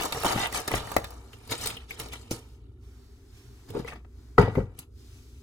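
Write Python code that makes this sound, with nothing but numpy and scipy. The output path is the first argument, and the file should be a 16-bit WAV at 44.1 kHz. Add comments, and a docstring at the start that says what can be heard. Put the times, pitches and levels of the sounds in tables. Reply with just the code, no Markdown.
"""Tub and jar on a kitchen counter

Hands shift a plastic tub and leafy food on a wooden counter, then lift a jar and set it down with a sharp knock
and one bounce, close to a phone on the same counter. Scrapes are dense random slips, chatter is nearly even slips,
snaps are short noise bursts and knocks are brief pushes; they ring damped modes of plastic and wood.
Clothing swishes faintly as filtered noise, and a fridge hums in a small tiled room.
"""
import sys
import numpy as np
from scipy import signal
from scipy.fft import rfft, irfft, next_fast_len
from scipy.io import wavfile
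from scipy.ndimage import uniform_filter1d

SR = 44100
rng = np.random.default_rng(int(sys.argv[2]) if len(sys.argv) > 2 else 0)


def waveform_to_disk(signal):
    """Save audio, clipped to [-1, 1], as 16-bit WAV at the path in sys.argv[1]."""
    frames = np.transpose(np.atleast_2d(signal))
    scaled = np.clip(frames, -1, 1) * 32767
    samples = np.round(scaled).astype(np.int16)
    wavfile.write(sys.argv[1], SR, samples)


N = 239091
t = np.arange(N) / SR  # time in seconds

# Strokes of dragged and squeezed plastic. Each row: peak time in seconds, scrape level in dB, swell and fade
# in seconds, then fizz, tub ring and counter rumble in dB above the scrape, and ring centre in Hz.
STROKES = [(.002, -36.5, 0.024, 0.13, -10, -1, -18, 710), (0.059, -52, 0.21, 0.042, 16, 22, -7.5, 830),
           (.124, -30, 0.002, 0.02, 0, 3.5, -24, 710), (0.175, -46.5, 0.12, 0.037, 5, 15, 8, 606),
           (0.247, -35.5, 0.0047, 0.21, 4, 9.5, -26, 786), (0.325, -40.5, 0.13, 0.02, 6, 11, -16, 807),
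           (0.363, -46.5, 0.04, 0.051, -12, 17, 18.5, 750), (.385, -54, 0.025, 0.11, 2, -2, -31, 900),
           (0.454, -38.5, 1, 0.055, 1, 3.5, -9, 890), (0.534, -43, 0.0048, 0.17, 6, -6, -12, 965),
           (.548, -41, 0.029, 0.17, 9.5, 6.5, -20, 960), (0.594, -43, 0.25, 0.027, 2, 8, -16, 935),
           (0.678, -29.5, 0.0031, 0.025, 2, 5, -14, 517), (0.746, -38.5, 0.13, 0.26, 0, 5, 0, 745),
           (.925, -51.5, 0.24, 0.19, 5.5, 10.5, -9, 930), (.966, -31, .004, .016, -3, 3, -10, 550),
           (1.0, -65.5, .04, 1, 11, 14, 12, 600), (1.043, -38.5, 0.0042, 0.035, -12, -4, -15, 760),
           (1.112, -66.5, 0.14, 0.16, -7, 17, 2.5, 780), (1.331, -54.5, 0.0065, 0.051, 0.5, 4, -2, 426),
           (1.52, -32, 0.035, 0.053, 0.5, 3.5, -2, 490), (1.669, -38.5, 0.29, 0.19, 1, -3, -2.5, 635),
           (1.779, -62, 0.12, 0.35, -0.5, -2, -12.5, 620), (1.908, -48, 0.042, 0.14, 0, 1, -15, 470),
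           (1.997, -45.5, 0.041, 0.23, 2.5, 4, 2, 500), (2.136, -42, 0.034, 0.072, -1, -3.5, -7, 726),
           (2.17, -60.5, 0.059, 0.78, 1.5, 3.5, -2, 500), (2.31, -47.5, 0.0071, 0.14, 13.5, 9.5, 4.5, 450),
           (3.7, -65, 0.043, 0.27, 3, 2, 25, 388), (3.765, -59, 0.069, 0.1, -10, 24, 14, 396),
           (3.792, -52, 0.095, 0.097, -1, 9.5, 14.5, 420), (3.884, -44.5, 0.042, 0.062, -4.5, 2, -20, 795),
           (3.935, -69, 0.11, 0.07, 7, -4, 11, 1090), (3.96, -59.5, 0.05, 0.063, -8, 7.5, 18, 680),
           (4.385, -38, .007, .15, -5, 16, 16, 620), (4.554, -69.5, 0.11, 0.25, 9, 26, 27, 446),
           (4.575, -63.5, 0.019, 0.066, -13, 30.5, 42.5, 443), (4.794, -63, 0.023, 0.05, 14.5, 4, 16, 696),
           (4.83, -61, 0.18, 0.027, -2, 2.5, 0, 542)]
# Colour of the scrape. Each row: frequency in Hz, relative level in dB per Hz.
SCRAPE_COLOUR = [(1200, -8), (2000, -1.5), (3500, 3.5), (5000, -1.5), (7000, -25)]
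# Colour of the fizz. Each row: frequency in Hz, relative level in dB per Hz.
FIZZ_COLOUR = [(4000, -9), (6000, -1.5), (9000, -2), (12000, -6), (15500, -13.5), (17000, -46.5)]
# Resonances of the tub walls. Each row: frequency in Hz, width in Hz, relative level in dB.
TUB_MODES = [(468, 46, 1), (599, 160, -14), (890, 360, 0), (1182, 93, 1.5), (1566, 160, -3.5)]
# Ribbed plastic under a sliding edge. Each row: start and end in seconds, relative level in dB,
# slips per second at the start, the rate it heads for, and a last rate that is not used.
CHATTER = [(0.311, .331, -29, 208.3, 189.3, 174), (0.373, .468, -30.5, 234.9, 225.4, 119.1)]
# Resonances of the ribs. Each row: frequency in Hz, width in Hz, relative level in dB.
RIB_MODES = [(826, 70, -1.5), (1586, 130, -3.5), (1990, 86, -1), (2815, 200, 3.5), (3135, 160, 0),
             (3610, 92, -2)]
# Snaps and taps. Each row: start in seconds, crack peak in dB, tub ring above the crack in dB,
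# pitch of the crack in Hz, ring centre in Hz, pitched part of the crack against its noise in dB.
TAPS = [(0.0098, -22.5, 0.5, 3520, 614, -13.5), (.022, -27, -11, 3800, 700, -10),
        (0.0336, -23.5, -33, 3720, 676, -11), (0.0558, -31, 4, 4020, 446, 1),
        (0.094, -41, -12, 5360, 450, -5), (0.1233, -24, -2, 4400, 883, 0), (0.147, -31, 2, 1780, 424, -4),
        (0.212, -33, 2, 5600, 1180, -1), (0.2334, -23.5, 4.5, 2704, 851, -11),
        (0.2472, -30, 16, 2130, 854, -24.5), (0.2555, -20.5, 6.5, 2650, 900, -14),
        (0.262, -24, 10, 2930, 900, 4), (0.279, -32, -4, 2060, 870, 6), (.288, -35, 0, 2040, 870, 5),
        (0.359, -34, 1, 2000, 1200, -7), (0.4705, -27, -0.5, 2480, 872, -10),
        (0.4905, -48, 12.5, 2000, 877, -8), (0.5245, -26.5, -2.5, 2000, 980, -5),
        (0.594, -41, 10.5, 1940, 800, -10), (0.601, -29, 0, 1920, 396, -15),
        (0.6792, -24, -12, 1720, 1200, 5), (0.7088, -36, 12, 1980, 1100, -6),
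        (0.7145, -23, 3, 2020, 570, -3), (0.7373, -25.5, 12, 2000, 1180, 0),
        (0.7575, -35.5, -5, 2280, 1100, 3), (0.767, -31, -8, 2030, 1100, 9),
        (0.7495, -25.5, -22, 2030, 393, -4), (0.7758, -30, -23, 3430, 1170, -6),
        (0.871, -36.5, 6, 1860, 900, -1), (0.9164, -26.5, 1, 2610, 1160, -6),
        (0.9645, -16.5, 5.5, 1866, 870, -4), (0.981, -30, -5, 1950, 406, -15),
        (1.043, -30, -2, 1930, 1100, -18), (1.105, -37, -19, 3020, 800, -19),
        (1.3316, -41, -33.5, 2980, 353, 9), (1.475, -37, -4, 10900, 479, -11),
        (1.497, -45, -20, 9000, 480, -18), (1.511, -24, -32.5, 1920, 450, -9),
        (1.5781, -30.5, -29, 8450, 484, 9), (1.6118, -27.5, -5.5, 5770, 455, -2),
        (1.636, -41, -15, 7000, 480, -10), (1.6579, -18.5, -8, 4640, 525, -10),
        (1.671, -15, -19.5, 8670, 832, -6.5), (1.697, -35, -20, 8500, 480, -6),
        (1.71, -35, -20, 8500, 480, 3), (1.7676, -33, -5, 2980, 365, 4),
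        (1.9066, -27.5, -7, 2270, 383, 5.5), (1.9985, -22, -33.5, 11070, 417, -13),
        (2.035, -41, 1, 7500, 900, -17), (2.0852, -38, -5.5, 5660, 390, -7),
        (2.121, -41, -23, 3450, 450, 10), (2.1332, -32.5, -27, 2050, 450, -2),
        (2.212, -45, -15, 7430, 458, 6), (2.3097, -29, -16, 7900, 700, -10),
        (3.703, -37.5, 1.5, 3500, 355, -8.5), (3.748, -48, 15, 2530, 600, 2),
        (3.794, -47, 12, 3300, 600, -1), (3.8461, -41.5, 10, 2000, 370, 5),
        (3.8764, -33, -31, 2180, 1240, 23), (3.883, -39.5, -6, 2580, 1200, 8),
        (3.896, -43, -22, 2280, 810, 3), (3.9117, -41, -4, 1800, 800, 7), (3.921, -39, 3, 1770, 800, 14),
        (3.9302, -42.5, 10.5, 1710, 660, 17.5), (3.939, -46, -11, 1790, 660, 12),
        (3.957, -44, 3, 1880, 659, 15), (4.047, -67.5, 18.5, 2460, 1030, -7),
        (4.3818, -29, 9, 2000, 1150, 9.5), (4.553, -34.5, 12, 2020, 800, 4),
        (4.789, -29.5, -26, 11400, 1220, 2.5)]
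# Jar or tub knocked on the counter. Each row: start in seconds, upper ring peak in dB, contact in seconds,
# deep boom above the upper ring in dB, share of the free ring time, focus of the ring in Hz,
# rattle of the base against the upper ring in dB.
KNOCKS = [(0.2458, -19.5, 0.00081, -43, 0.042, 610, -13), (0.2617, -23, 0.0022, -27.5, 0.034, 653, -8),
          (0.36, -19, 0.0033, -9, 0.12, 600, -20), (.681, -27.5, 0.00075, -11.5, 0.069, 400, -17),
          (.7155, -22.5, .001, -6.5, 0.046, 560, -7), (.7405, -22.5, 0.00093, -31, 0.039, 327, -6),
          (0.744, -24, 0.01, -0.5, 0.1, 300, -23), (0.9654, -13.5, 0.00093, -12.5, 0.023, 600, -16),
          (.968, -19.5, 0.0014, -13.5, 0.035, 480, -28), (2.3128, -18, 0.0014, -20, 0.031, 420, -21.5),
          (2.321, -30, 0.002, -4, 0.074, 300, -14), (3.7, -44, 0.0015, -9.5, .15, 400, -19),
          (3.738, -38.5, 0.0012, -10, 0.16, 600, -3.5), (3.75, -26, 0.0022, -23, 0.13, 378, -16),
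          (3.765, -23.5, 0.0011, -23.5, 0.074, 400, -28), (3.777, -28.5, 0.0022, -11.5, 0.059, 330, -13),
          (3.797, -24, 0.0027, -10.5, 0.1, 250, -31.5), (4.3795, -18.5, 0.00028, -15, 0.053, 1500, -6),
          (4.3813, -4.5, .00045, -15.5, 0.041, 1200, -9.5), (4.3833, -9, 0.00088, -13.5, 0.054, 510, -11.5),
          (4.384, -13, 0.0008, 8.5, 0.14, 470, -5), (4.396, -10, 0.00061, -4.5, 0.22, 603, -5),
          (4.41, -14.5, 0.0011, -9, 0.25, 500, -10), (4.427, -17.5, 0.00035, -18, 0.51, 800, -4.5),
          (4.478, -21, 0.001, -1, 0.12, 700, -2), (4.561, -32.5, 0.0029, 10.5, 0.081, 300, -7),
          (4.574, -15, 0.0014, -8.5, 0.092, 447, -29), (4.582, -15.5, 0.00107, 1, 0.15, 443, -13),
          (4.602, -24.5, 0.0014, -1, 0.33, 456, -1)]
# Resonances of the worktop. Each row: frequency in Hz, relative level in dB, free time to fall 60 dB in seconds.
COUNTER_MODES = [(48, -8, 0.35), (92.4, -10.5, 0.55), (116.3, 1, 0.28), (166.2, -0.5, 0.12),
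                 (195, -3.5, 0.17), (250, -1.5, 0.12), (307, -6.5, 0.16), (391, -2.5, 0.32),
                 (462.3, 1, 0.36), (535, -5.5, 0.29), (688, -21.5, 0.31), (859, -3.5, 0.2),
                 (1243, -9.5, 0.15), (1260, -6, 0.33), (1560, -4, 0.21), (1810, -11.5, 0.4),
                 (1940, -9.5, 0.81), (2340, -23.5, .2), (2830, -25, .15), (3180, -40, .2),
                 (3890, -34.5, .29)]
# Clothing. Each row: start of full level in seconds, level in dB, swell, hold and fade in seconds,
# fuller low part above that level in dB.
SWISHES = [(1.145, -80, .1, 0.0054, 0.53, 1), (1.342, -62.5, 0.24, 0.0067, 0.12, -7),
           (2.43, -66, 0.11, .12, 0.11, -11), (2.833, -68.5, 0.074, 1, 0.47, -2.5),
           (3.376, -61.5, 0.25, 0.0064, 0.37, -5.5), (3.69, -59.5, 0.022, 0.0061, 0.038, -0.5),
           (4.19, -70.5, 0.33, 0.444, 0.044, -0.5), (4.583, -65, 0.12, 0.014, 0.058, 15.5),
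           (4.99, -64.5, 0.14, 0.69, 0.11, -8), (5.156, -66, 0.3, 0.0077, 0.63, -5.5)]
# Colour of the cloth hiss. Each row: frequency in Hz, relative level in dB per Hz.
CLOTH_COLOUR = [(1500, -16), (2500, -3.5), (4000, 0.5), (6000, 1), (9000, -5), (15500, -8.5),
                (17000, -41.5)]
# Colour of its fuller low part. Each row: frequency in Hz, relative level in dB per Hz.
CLOTH_LOW_COLOUR = [(350, -22.5), (700, -0.5), (1400, -1.5), (2200, -6.5), (3500, -39)]
# Colour of the background noise. Each row: frequency in Hz, relative level in dB per Hz.
KITCHEN_COLOUR = [(13, -57.5), (22, -33), (43, -10), (65, -7), (88, -4.5), (166, -35), (245, -16),
                  (351, -24.5), (392, -17.5), (503, -37), (978, -68), (1360, -42), (1800, -76.5),
                  (10300, -62.5), (16500, -73)]
# Hum of the fridge. Each row: frequency in Hz, width in Hz, average (rms) level in dB.
FRIDGE_HUM = [(59.73, 0.77, -49), (114.4, 7.2, -56.5)]
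# Difference between the microphone ports. Each row: frequency in Hz, side minus mid in dB.
PORT_COLOUR = [(60, -25.5), (110, -18), (200, -20), (380, -8.5), (700, -2), (1290, -3.5), (2380, 4),
               (4400, 0.5), (8120, 1.5), (15000, -1.5)]

FIZZ_LINGERS, RING_LINGERS, RUMBLE_LINGERS = 0.73, 1.21, 1.35  # fade times relative to the scrape
SWING_DB = 30  # swell and fade times are the times to cross this range
DRAG_PAN_DB, JAR_PAN_DB = 1, 2  # left minus right
THUMP_DB, TAP_SCATTER_DB = -28.5, 3.5  # counter thump against the crack; left-right spread of the taps
FOCUS_DB = 2.5  # fall of a worktop mode one octave from the focus
THUD_DB, THUD_CYCLES = -2, 2.3  # thud against the upper ring; its ring time in cycles
KITCHEN_DB = -50
ROOM_T60_S, ROOM_TREBLE_T60_S, ROOM_DB = 0.25, 0.16, -13.5  # times to fall 60 dB; tail level
PORTS_DB = -1
TOP_HZ = 16700


def drag():
    """Plastic sticks and slips unevenly, shaking the tub walls, while separate noise rumbles in the counter."""
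    happens = rng.random(N) < .4
    slips = rng.standard_normal((2, N)) * undb(1.5 * rng.exponential(size=N)) * happens
    slips = slips * undb(1.14 * walk(180))
    power, octaves = np.zeros((4, N)), 0
    for s, db, swell_s, fade_s, fizz_db, ring_db, rumble_db, hz in STROKES:
        layers = [(0, 1), (fizz_db, FIZZ_LINGERS), (ring_db, RING_LINGERS), (rumble_db, RUMBLE_LINGERS)]
        stroke = np.array([gesture(s, db + above_db, swell_s, fade_s * linger) for above_db, linger in layers])
        power += stroke
        octaves = octaves + stroke[2] * np.log2(hz)
    gain = np.sqrt(power)
    # the strongest stroke at each moment has most say in the ring centre
    centre_hz = 2 ** (octaves / power[2])
    scrape_facets = creases(slips[0], 1302, 6630, count=14, patchy_db=2.5)
    scrape = unit(colour(scrape_facets, SCRAPE_COLOUR)) * gain[0]
    fizz_facets = creases(slips[1], 4240, 14900, count=12, patchy_db=2.5)
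    fizz = unit(colour(fizz_facets, FIZZ_COLOUR)) * gain[1]
    walls = tub(slips[0], centre_hz)
    # even out the ring before the strokes set its level
    walls = walls / np.sqrt(uniform_filter1d(walls ** 2, size=4000)) * gain[2]
    rumble = unit(counter(rng.standard_normal(N), damp=0.25, low_hz=80, top_hz=350)) * gain[3]
    return (scrape + fizz + walls) * sides(DRAG_PAN_DB)[:, None] + rumble


def chatter():
    """An edge slips over ribs at a nearly even, slowing rate; each slip is a tiny burst that rings the ribs."""
    slips = np.zeros(N)
    for start, end, db, first_rate, next_rate, _ in CHATTER:
        reach_s = 0.48 * start + .65 * end  # lies after the end, so the slowing is cut short
        rate = np.interp(t, [start, reach_s], [first_rate, next_rate]) * (1 + 0.094 * walk(150))
        # one slip each time the running count passes a whole number
        wraps = np.diff(np.floor(np.cumsum(rate) / SR), prepend=0) * (t > start) * (t < end)
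        slips += wraps * undb(db + 1.2 * rng.standard_normal(N))
    burst = signal.lfilter([1], [1, -.9], slips) * (1 + rng.standard_normal(N))
    ribs = 0
    for k, (hz, width, db) in enumerate(RIB_MODES):
        ribs = ribs + (-1) ** k * undb(db) * ring(burst, hz, width_t60(width))
    return 0.21 * ribs * sides(DRAG_PAN_DB)[:, None]


def taps():
    """Each snap is a short crack of noise, a ring of the tub walls and a dull thump of the counter."""
    out, u = np.zeros((2, N)), np.arange(SR // 5) / SR
    push = np.exp(-u / 0.0061) * (1 - np.exp(-u / 0.011))
    thump = peak(counter(push, damp=0.05, low_hz=20, top_hz=300))
    noises = rng.standard_normal((len(TAPS), len(u)))
    for (s, db, ring_db, hz, ring_hz, pitched_db), noise in zip(TAPS, noises):
        fade = np.exp(-u / 0.0015) + 0.08 * np.exp(-u / 0.0068)
        burst = noise * (1 - np.exp(-u / 0.0012)) * fade
        pitched = ring(noise * (1 - np.exp(-u / 0.001)) * np.exp(-u / 0.004), hz, 28.0 / hz)
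        crack = peak(peak(band(burst, 1800, TOP_HZ)) + undb(pitched_db) * peak(pitched))
        walls = peak(tub(noise * (1 - np.exp(-u / 0.00041)) * np.exp(-u / 0.0039), ring_hz))
        pan = sides(TAP_SCATTER_DB * noise[0])[:, None]
        snap = (crack + undb(ring_db) * walls) * pan + undb(THUMP_DB) * thump
        add(out, undb(db) * snap, s)
    return out


def jar():
    """A half-sine push thuds and rings the worktop; the base rattles briefly and feeds the upper modes unevenly."""
    out, u = np.zeros(N), np.arange(SR // 2) / SR
    noises = rng.standard_normal((len(KNOCKS), len(u)))
    for (s, db, contact_s, deep_db, free, focus_hz, rattle_db), noise in zip(KNOCKS, noises):
        push = np.sin(np.pi * np.clip(u / contact_s, 0, 1))
        deep = counter(push, damp=0.94, low_hz=20, top_hz=200)
        rough = noise * (1 - np.exp(-u / 0.0027)) * np.exp(-u / 0.001)
        rattle = undb(rattle_db) * peak(signal.fftconvolve(rough, push)[:len(u)])
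        upper = counter(push + 1.5 * rattle, damp=free, low_hz=200, top_hz=5000, focus_hz=focus_hz)
        # the thud is a short swing at the focus, rung twice
        swing = ring(np.diff(push, prepend=0), focus_hz, THUD_CYCLES / focus_hz)
        thud = -undb(THUD_DB) * peak(ring(swing, focus_hz, THUD_CYCLES / focus_hz))
        add(out, undb(db) * (peak(upper) + thud + undb(deep_db) * peak(deep) + rattle), s)
    return out * sides(JAR_PAN_DB)[:, None]


def swish():
    """Rubbing fabric makes a smooth hiss that swells and fades as the arms move."""
    high, low = 0, 0
    for s, db, swell_s, hold_s, fade_s, low_db in SWISHES:
        high = high + gesture(s, db, swell_s, fade_s, hold_s)
        low = low + gesture(s, db + low_db, swell_s, fade_s, hold_s)
    hiss = 0
    for power, cloth in [(high, CLOTH_COLOUR), (low, CLOTH_LOW_COLOUR)]:
        hiss = hiss + np.sqrt(power) * unit(colour(rng.standard_normal(N), cloth))
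    return hiss * undb(1.8 * walk(4.8))


def kitchen():
    """Low rumble of the house is coloured noise; the fridge's wavering hum is noise in narrow resonances."""
    hum = 0
    for hz, width, db in FRIDGE_HUM:
        hum = hum + undb(db) * unit(ring(rng.standard_normal(N), hz, width_t60(width)))
    rumble = unit(colour(rng.standard_normal(N), KITCHEN_COLOUR))
    return rumble * undb(KITCHEN_DB + 0.25 * walk(5.3)) + hum


def room(x):
    """Many blurred reflections form a tail, built octave by octave; the treble dies sooner."""
    u, tail = np.arange(SR * 3 // 4) / SR, 0
    for hz in 250 * 2 ** np.arange(6):
        t60 = np.interp(np.log2(hz / 250), [0, 5], [ROOM_T60_S, ROOM_TREBLE_T60_S])
        tail = tail + band(rng.standard_normal(len(u)), hz / 1.92, hz * 2.15) * undb(-60 * u / t60)
    tail = tail * np.clip(u / 0.0012, 0, 1)
    return undb(ROOM_DB) * signal.fftconvolve(x, tail / np.sqrt(np.sum(tail ** 2)))[:N]


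def tub(x, centre_hz):
    """Thin walls ring briefly; resonances near the given centre speak loudest."""
    out = 0
    for hz, width, db in TUB_MODES:
        gain = undb(db - 10.3 * np.log2(hz / centre_hz) ** 2)
        out = out + gain * ring(x, hz, width_t60(width)) * width
    return out


def counter(x, damp, low_hz, top_hz, focus_hz=None):
    """Worktop modes between two frequencies, neighbours in opposite phase; those near any focus speak loudest."""
    out = 0
    for k, (hz, db, t60) in enumerate(COUNTER_MODES):
        if low_hz < hz < top_hz:
            fall_db = FOCUS_DB * np.log2(hz / focus_hz) ** 2 if focus_hz else 0
            out = out + (-1) ** k * undb(db - fall_db) * ring(x, hz, damp * t60)
    return out


def creases(slips, lo_hz, hi_hz, count, patchy_db):
    """Small facets, each with its own short ring, get louder and softer in turn, so the colour keeps shifting."""
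    out = 0
    for k, hz in enumerate(np.geomspace(lo_hz, hi_hz, count)):
        facet = ring(slips * undb(patchy_db * walk(240)), hz, 10.3 / hz)
        out = out + (-1) ** k * facet * np.sqrt(hz)
    return out


def gesture(s, db, swell_s, fade_s, hold_s=0):
    """Power over time of one movement: swell, hold, fade."""
    away = np.maximum(0, np.maximum((s - t) / swell_s, (t - s - hold_s) / fade_s))
    return undb(2 * (db - SWING_DB * np.minimum(away, 5)))


def ring(x, hz, t60):
    """One damped mode: a swing at hz that falls 60 dB in t60 seconds."""
    r, w = np.exp(-np.log(1000) / (t60 * SR)), 2 * np.pi * hz / SR
    return signal.lfilter([0, r * np.sin(w)], [1, -2 * r * np.cos(w), r * r], x)


def width_t60(width_hz):
    """Time to fall 60 dB for a resonance of this width: the wider, the shorter."""
    return np.log(1000) / (np.pi * width_hz)


def walk(rate):
    """Random levels held for 1 / rate seconds, then smoothed twice; spread near 1."""
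    k = int(SR / rate)
    steps = np.repeat(rng.standard_normal(N // k + 1), k)
    return unit(uniform_filter1d(uniform_filter1d(steps, k), k)[:N])


def colour(x, points):
    """Filter by (Hz, dB) points joined on a log-frequency axis."""
    size = next_fast_len(len(x))
    hz, db = np.transpose(points)
    bins_hz = np.arange(size // 2 + 1) * SR / size
    gain = undb(np.interp(np.log(bins_hz + 1), np.log(hz), db))
    return irfft(rfft(x, size) * gain, size)[:len(x)]


def band(x, lo_hz, hi_hz):
    """Gentle band-pass."""
    edges = [lo_hz, min(hi_hz, .45 * SR)]
    return signal.sosfilt(signal.butter(2, edges, "bandpass", fs=SR, output="sos"), x)


def undb(db):
    """Gain of a level in dB."""
    return 10 ** (np.asarray(db) / 20)


def unit(x):
    """Scale to an average (rms) level of 1."""
    return x / np.sqrt(np.mean(x ** 2))


def peak(x):
    """Scale to peak 1."""
    return x / np.abs(x).max()


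def sides(pan_db):
    """Left and right gains."""
    return undb(np.array([pan_db, -pan_db]) / 2)


def add(out, x, s):
    """Mix x into out from time s."""
    i = int(s * SR)
    out[..., i:i + x.shape[-1]] += x[..., :N - i]


def scene():
    """All sources in the room, as two microphone ports hear them."""
    hands = drag() + taps() + jar() + chatter()
    air = hands + room(hands.mean(axis=0)) + swish() + kitchen()
    # the ports hear different near reflections, in a drifting blend: alike in the bass, unlike in the treble
    near = rng.standard_normal((2, 1500)) * np.exp(-np.arange(1500) / 210.0)
    mid = air.mean(axis=0)
    one, other = (signal.fftconvolve(mid, h / np.sqrt(np.sum(h ** 2)))[:N] for h in near)
    turn = np.cumsum(9 + 14 * walk(6)) / SR  # angle of the blend in radians
    unlike = colour(one * np.cos(turn) + other * np.sin(turn), PORT_COLOUR)
    return air + undb(PORTS_DB) * unlike * np.array([[1], [-1]])


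def record(dry):
    """The phone rounds the loudest peaks and cuts the top."""
    rounded = np.tanh(dry ** 3 / 3 + dry)
    return 0.81 * signal.sosfilt(signal.ellip(10, .2, 80, TOP_HZ, fs=SR, output="sos"), rounded)


dry = scene()
out = record(dry)
waveform_to_disk(out)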